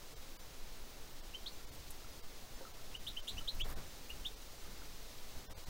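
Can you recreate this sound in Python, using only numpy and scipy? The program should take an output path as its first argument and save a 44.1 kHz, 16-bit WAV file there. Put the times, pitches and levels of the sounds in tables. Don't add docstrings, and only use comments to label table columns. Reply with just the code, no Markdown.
import sys
import numpy as np
from scipy import signal
from scipy.fft import rfft, irfft, next_fast_len
from scipy.io import wavfile
from scipy.ndimage import uniform_filter1d

SR = 44100
rng = np.random.default_rng(int(sys.argv[2]) if len(sys.argv) > 2 else 0)


def decibels_to_gain(level_db):
    exponent = np.asarray(level_db, float) / 20
    return 10 ** exponent


def log_audio(samples):
    frames = np.atleast_2d(samples).T
    limited = np.clip(frames, -1, 1)
    pcm = np.round(limited * 32767).astype(np.int16)
    wavfile.write(sys.argv[1], SR, pcm)


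N = 250929
FRAME = 2048


def evened(x):
    return x / np.sqrt(np.mean(x ** 2) + 1e-20)


def add(mix, s, sound):
    part = mix[round(s * SR):][:len(sound)]
    part += sound[:len(part)]


def coloured(points):
    size = next_fast_len(N)
    f, db = np.transpose(points)
    hz = np.fft.rfftfreq(size, 1 / SR)
    shape = decibels_to_gain(np.interp(np.log(hz + 0.15), np.log(f), db, left=-90, right=-90))
    return evened(irfft(rfft(rng.standard_normal(size)) * shape, size)[:N])


def wander(span_s):
    size = max(int(span_s * SR), 2)
    once = uniform_filter1d(rng.standard_normal(N), size)
    return evened(uniform_filter1d(once, size))


def flights():
    # (start [s], length [s], low thrust [dB], rush [dB])
    passes = [(0.097, 0.17, -62, -66), (1.103, 0.11, -61, -71), (1.622, 0.35, -56.5, -72),
              (2.555, 0.16, -69, -63), (2.757, 0.41, -58.5, -71), (3.29, .22, -51, -63),
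              (3.527, 0.18, -51, -61), (3.61, .3, -49, -53.5), (3.9, .2, -58, -66), (4.1, .25, -55, -66),
              (4.615, 0.29, -60.5, -65), (5.34, .14, -57, -63), (5.47, .15, -54, -58),
              (5.664, 0.068, -52.5, -58)]
    rise, beats_per_s, beat_depth = .25, 14.0, .5
    thrust, rush = np.zeros(N), np.zeros(N)
    for s, length, thrust_db, rush_db in passes:
        u = np.arange(0, 1, 1 / (length * SR))
        shape = np.sin(np.pi / 2 * np.minimum(u / rise, (1 - u) / (1 - rise))) ** 2
        shape *= 1 - beat_depth * np.cos(2 * np.pi * beats_per_s * u * length)
        add(thrust, s, decibels_to_gain(2 * thrust_db) * shape)
        add(rush, s, decibels_to_gain(2 * rush_db) * shape)
    return np.sqrt(thrust), np.sqrt(rush)


def air():
    # (time [s], level [dB])
    breeze = [(0.0, -53.5), (0.24, -47), (0.52, -53.5), (0.65, -45), (1.11, -51.5), (1.25, -42),
              (1.35, -50), (2.57, -45.5), (2.69, -58), (2.74, -48), (3.8, -41.5), (3.88, -49),
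              (5.34, -48.5), (5.37, -44), (5.47, -62), (5.69, -45.5)]
    # (frequency [Hz], density [dB per Hz])
    buffet_spectrum = [(1.2, -43), (2.0, 4), (16, 2), (29, -10.5), (45, -12), (58, -46), (99, -120)]
    # (frequency [Hz], density [dB per Hz])
    rumble_spectrum = [(21, -38), (35, -2.5), (81, -9), (280, -22), (360, -36), (620, -120)]
    # (frequency [Hz], density [dB per Hz])
    rush_spectrum = [(130, -20), (220, -2), (420, 0.5), (1150, -5.5), (1330, -6), (1660, -8.5),
                     (2200, -10.5), (2860, -25), (4840, -120)]
    rumble_db, rumble_share = -61, .15
    rush_db, rush_share = -60.5, .05
    downwash_db = 7.5

    breeze_db = np.interp(np.arange(N) / SR, *np.transpose(breeze))
    gust_db = breeze_db - breeze_db.mean()
    thrust, rush = flights()
    buffet_gain = np.hypot(decibels_to_gain(breeze_db), decibels_to_gain(downwash_db) * thrust)
    rumble_gain = np.hypot(decibels_to_gain(rumble_db + rumble_share * gust_db), thrust)
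    rush_gain = np.hypot(decibels_to_gain(rush_db + rush_share * gust_db), rush)
    out = coloured(buffet_spectrum) * buffet_gain
    out += coloured(rumble_spectrum) * rumble_gain * decibels_to_gain(0.92 * wander(0.036))
    return out + coloured(rush_spectrum) * rush_gain * decibels_to_gain(0.17 * wander(0.014))


def hiss():
    # (frequency [Hz], density [dB per Hz])
    hiss_spectrum = [(1060, -36), (1800, -4), (2450, -1), (2660, 0), (2940, 0), (3960, 2), (4580, 1),
                     (5210, 0.5), (6650, -1), (7480, -4), (11000, -8), (12300, -6.5), (14800, -8),
                     (15800, -3.5)]
    # (frequency [Hz], level [dB rms])
    whistles = [(10384, -86), (10449, -87), (11693, -88), (14998, -75)]
    hiss_db, rise_db_per_s, stir_db = -59, 0.3069, -12

    t = np.arange(N) / SR
    thrust = flights()[0]
    gain = np.hypot(decibels_to_gain(hiss_db + rise_db_per_s * t), decibels_to_gain(stir_db) * thrust)
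    out = coloured(hiss_spectrum) * gain * decibels_to_gain(.5 * wander(0.016))
    for hz, db in whistles:
        drift = np.cumsum(5.5 * wander(.04)) / SR
        out += 1.6 * decibels_to_gain(db + 2 * wander(.03)) * np.sin(2 * np.pi * (hz * t + drift))
    return out


def feathers():
    # (centre [s], length [s], level [dB])
    swishes = [(1.747, .04, -61), (3.082, .04, -59), (3.292, 0.038, -62), (3.553, .04, -59),
               (3.601, 0.048, -59), (3.704, 0.1, -59.5), (4.097, .05, -62), (4.19, .08, -68),
               (4.27, .05, -63)]
    # (frequency [Hz], density [dB per Hz])
    feather_spectrum = [(4000, -22), (7000, -1.5), (11000, -0.5), (15000, 1.5), (15800, -12)]
    gate = np.zeros(N)
    for s, length, db in swishes:
        add(gate, s - length / 2, decibels_to_gain(db) * np.hanning(round(length * SR)))
    return coloured(feather_spectrum) * gate * decibels_to_gain(3.3 * wander(0.0033))


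def aviary(sound, wet_db, wall_s, wall_db, t60):
    gap_s = .0012
    t = np.arange(.002, .2, gap_s)
    late, strength = rng.random((2, len(t)))
    taps = np.zeros(SR // 4)
    taps[((t + gap_s * late) * SR).astype(int)] = (2 * strength - 1) * decibels_to_gain(-60 * t / t60)
    taps *= decibels_to_gain(wet_db) / np.linalg.norm(taps)
    taps[round(wall_s * SR)] += decibels_to_gain(wall_db)
    taps = signal.lfilter([.8], [1, -.3], taps)
    taps[0] = 1
    return signal.fftconvolve(sound, taps)


def knock(db, hz, t60):
    t = np.arange(3000) / SR
    decay = decibels_to_gain(db - 60 * t / t60)
    return decay * np.clip(t / 0.0014, 0, 1) * np.sin(2 * np.pi * hz * t)


def crack(db, hz, width_hz):
    t = np.arange(-40, 41) / SR
    return decibels_to_gain(db) * np.exp(-(np.pi * width_hz * t) ** 2 / 2) * np.cos(2 * np.pi * hz * t)


def feeding(mix):
    # (time [s], peak [dB], ring [Hz], t60 [s])
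    pecks = [(1.5953, -54, 1376, 0.05), (2.0437, -49, 1310, 0.044), (2.6515, -43.5, 1304, 0.039),
             (2.7931, -54, 1320, 0.05), (3.4095, -49.5, 1320, 0.04), (3.6534, -58, 1340, 0.05),
             (3.6825, -50, 1240, 0.046), (3.706, -53, 1180, 0.055), (4.6517, -52.5, 1225, 0.047),
             (4.6733, -56, 1560, 0.05), (4.818, -49.5, 1433, 0.054)]
    # (time [s], peak [dB], ring [Hz], t60 [s])
    thuds = [
        (2.608, -49, 530, 0.09),
        (2.609, -49, 353, 0.08),
        (2.609, -51, 900, .04),
        (2.609, -54, 1500, .03),
        (3.62, -41, 208, 0.049),
    ]
    # (time [s], peak [dB], centre [Hz], width [Hz])
    cracks = [
        (1.9065, -32.5, 11000, 4450),
        (1.9085, -43, 7500, 3000),
        (1.9088, -47, 14500, 3000),
    ]
    for s, *blow in pecks + thuds:
        add(mix, s, aviary(knock(*blow), wet_db=-8, wall_s=0.00735, wall_db=-7, t60=0.17))
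    for s, *snap in cracks:
        snapped = aviary(crack(*snap), wet_db=1.5, wall_s=.006, wall_db=-8, t60=.05)
        add(mix, s - 40 / SR, snapped)


def chirp(length, first_hz, last_hz, db, over_db, rise, steep, rasp, bend, fade_db, start=0.27):
    u = np.arange(0, 1, 1 / (length * SR))
    hz = last_hz - (last_hz - first_hz) * (1 - u) ** bend
    turn = 2 * np.pi * np.cumsum(hz) / SR
    swell = start + (1 - start) * np.clip(u / rise, 0, 1) ** steep
    swell *= decibels_to_gain(fade_db * np.clip(u - rise, 0, 1))
    swell *= np.clip(np.minimum(u / 0.038, (1 - u) / 0.15), 0, 1)
    beats = 2 * np.pi * (300 * u * length + rng.random())
    swell *= 1 + np.clip(rasp, 0, 1) * np.sin(beats + 1.1 * np.sin(0.373 * beats))
    third_db = np.interp(last_hz, [3000, 4000], [-13, -1.5])
    early_db = 7 * np.clip(1 - u / rise, 0, 1)
    overtones = np.sin(2 * turn) + decibels_to_gain(third_db) * np.sin(3 * turn)
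    tone = np.sin(turn) + decibels_to_gain(over_db + early_db) * overtones
    return np.sqrt(2) * decibels_to_gain(db) * swell * tone


def song(mix, calls, manner, wet_db, wall_db, wall_s, strain_db):
    slur, rise, sag_db, steep_ease, steep_full, rasp_ease, rasp_full = manner
    ease = np.array([-28.5, steep_ease, rasp_ease])
    full = np.array([-12, steep_full, rasp_full])
    facing_db, turn_share = -40, .6
    for s, length, last_hz, db, strain in calls:
        over_db, steep, rasp = ease + (full - ease) * strain
        bend = np.interp(last_hz, [3100, 3500], [2.3, 1.75])
        voice = chirp(length, slur * last_hz, last_hz, db, over_db, rise, steep, rasp, bend, sag_db)
        turned_db = turn_share * (facing_db - db) + strain_db * strain
        add(mix, s, aviary(voice, wet_db + turned_db, wall_s, wall_db + turned_db, t60=0.11))


def songbird(mix):
    # (start [s], length [s], last pitch [Hz], level [dB], strain [0-1])
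    chips = [
        (1.3365, .024, 3130, -42.5, .55),
        (2.942, 0.021, 3040, -41, .2),
        (3.165, 0.017, 3130, -38, .1),
        (3.370, .026, 3040, -42, 1),
        (4.094, .019, 2910, -44.5, .15),
    ]
    # (start [s], length [s], last pitch [Hz], level [dB], strain [0-1])
    sweeps = [
        (1.4595, .028, 4500, -43, .1),
        (3.065, 0.029, 4000, -42, .38),
        (3.272, .031, 4090, -43, .72),
    ]
    # (start [s], length [s], last pitch [Hz], level [dB], strain [0-1])
    slurs = [
        (3.4745, .025, 4230, -36, .06),
        (3.598, .032, 3430, -38, .45),
        (4.248, .024, 3790, -39, .02),
    ]
    # (first over last pitch [ratio], swell time [share of length], sag [dB],
    # swell steepness at ease, at full strain [exponent], rasp at ease, at full strain [depth])
    chip_manner = (.83, .47, -11, 5.5, 13.0, .12, .16)
    sweep_manner = (.685, .28, -11, .5, 4.0, .4, 1.1)
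    slur_manner = (.695, .42, -8, 2.2, 1.6, .2, .7)
    song(mix, chips, chip_manner, wet_db=-6.5, wall_db=-13, wall_s=.009, strain_db=-2.5)
    song(mix, sweeps, sweep_manner, wet_db=-9, wall_db=-14.5, wall_s=.012, strain_db=10.5)
    song(mix, slurs, slur_manner, wet_db=-5, wall_db=-9, wall_s=.0095, strain_db=-6)


def scene():
    mix = air() + hiss() + feathers()
    feeding(mix)
    songbird(mix)
    return np.array([mix, mix])


def starved(x):
    # (block number [half blocks], window steepness [1-4], step over typical level [dB])
    thinned = [(6, 1, 11), (15.875, 2, 11), (52, 1, 9), (71, 1, 9), (73, 1, 10), (95, 1, 10), (117, 1, 8.5),
               (128, 1, 10), (138, 1, 10.5), (155.875, 2, 12), (161, 1, 12), (187, 1, 8), (235, 1, 10),
               (236, 1, 11.5), (238, 1, 11.5), (239, 1, 10), (243, 1, 10.5)]
    first_centre = 557
    out = x.copy()
    n, k = np.arange(FRAME) + .5, np.arange(FRAME // 2) + .5
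    lines = np.cos(2 * np.pi / FRAME * np.outer(k, n + FRAME / 4)) * np.sqrt(4 / FRAME)
    slope = 1 - 2 * abs(2 * n / FRAME - 1)
    spared_db = np.interp(k * SR / FRAME, [600, 1800, 6000, 8000], [5, 1.5, 1, 0])
    for frame, steep, step_db in thinned:
        start = round(first_centre + (frame - 1) * FRAME / 2)
        window = np.sin(np.pi / 4 * (1 + np.clip(steep * slope, -1, 1)))
        z = lines @ (window * x[start:][:FRAME])
        band = uniform_filter1d(abs(z), size=40)
        typical = band ** .7 * np.median(band[:700]) ** .3
        lost = z * (abs(z) < typical * decibels_to_gain(step_db - spared_db))
        add(out, start / SR, -window * (lost @ lines))
    return out


def split():
    moments = [.425, .73, 1.105, 1.54, 2.122, 2.122, 2.425, 2.562, 3.795, 3.795, 3.842, 3.888, 3.888, 3.935,
               4.585, 4.608, 4.608, 4.795, 5.397, 5.397]
    level_db, tilt_db_per_octave, width_octaves = -67.5, -2.0, .35
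    side, hz = np.zeros(N), np.fft.rfftfreq(FRAME, 1 / SR)
    octaves_up = 1.6 * rng.permutation(len(moments)) / len(moments)
    for s, up in zip(moments, octaves_up):
        low_hz = 4300 * 2 ** up
        z = rfft(rng.standard_normal(FRAME)) * (hz > low_hz) * (hz < low_hz * 2 ** width_octaves)
        burst = evened(irfft(z)) * signal.windows.tukey(FRAME, .9)
        add(side, s - FRAME / 2 / SR, decibels_to_gain(level_db + tilt_db_per_octave * up) * burst)
    return side


def roll_off(x):
    return signal.sosfilt(signal.butter(12, 16550, fs=SR, output="sos"), x)


def record(dry):
    mid, side = starved(dry[0]), split()
    mix = np.array([mid + side, mid - side])
    return roll_off(mix)


dry = scene()
out = record(dry)
log_audio(out)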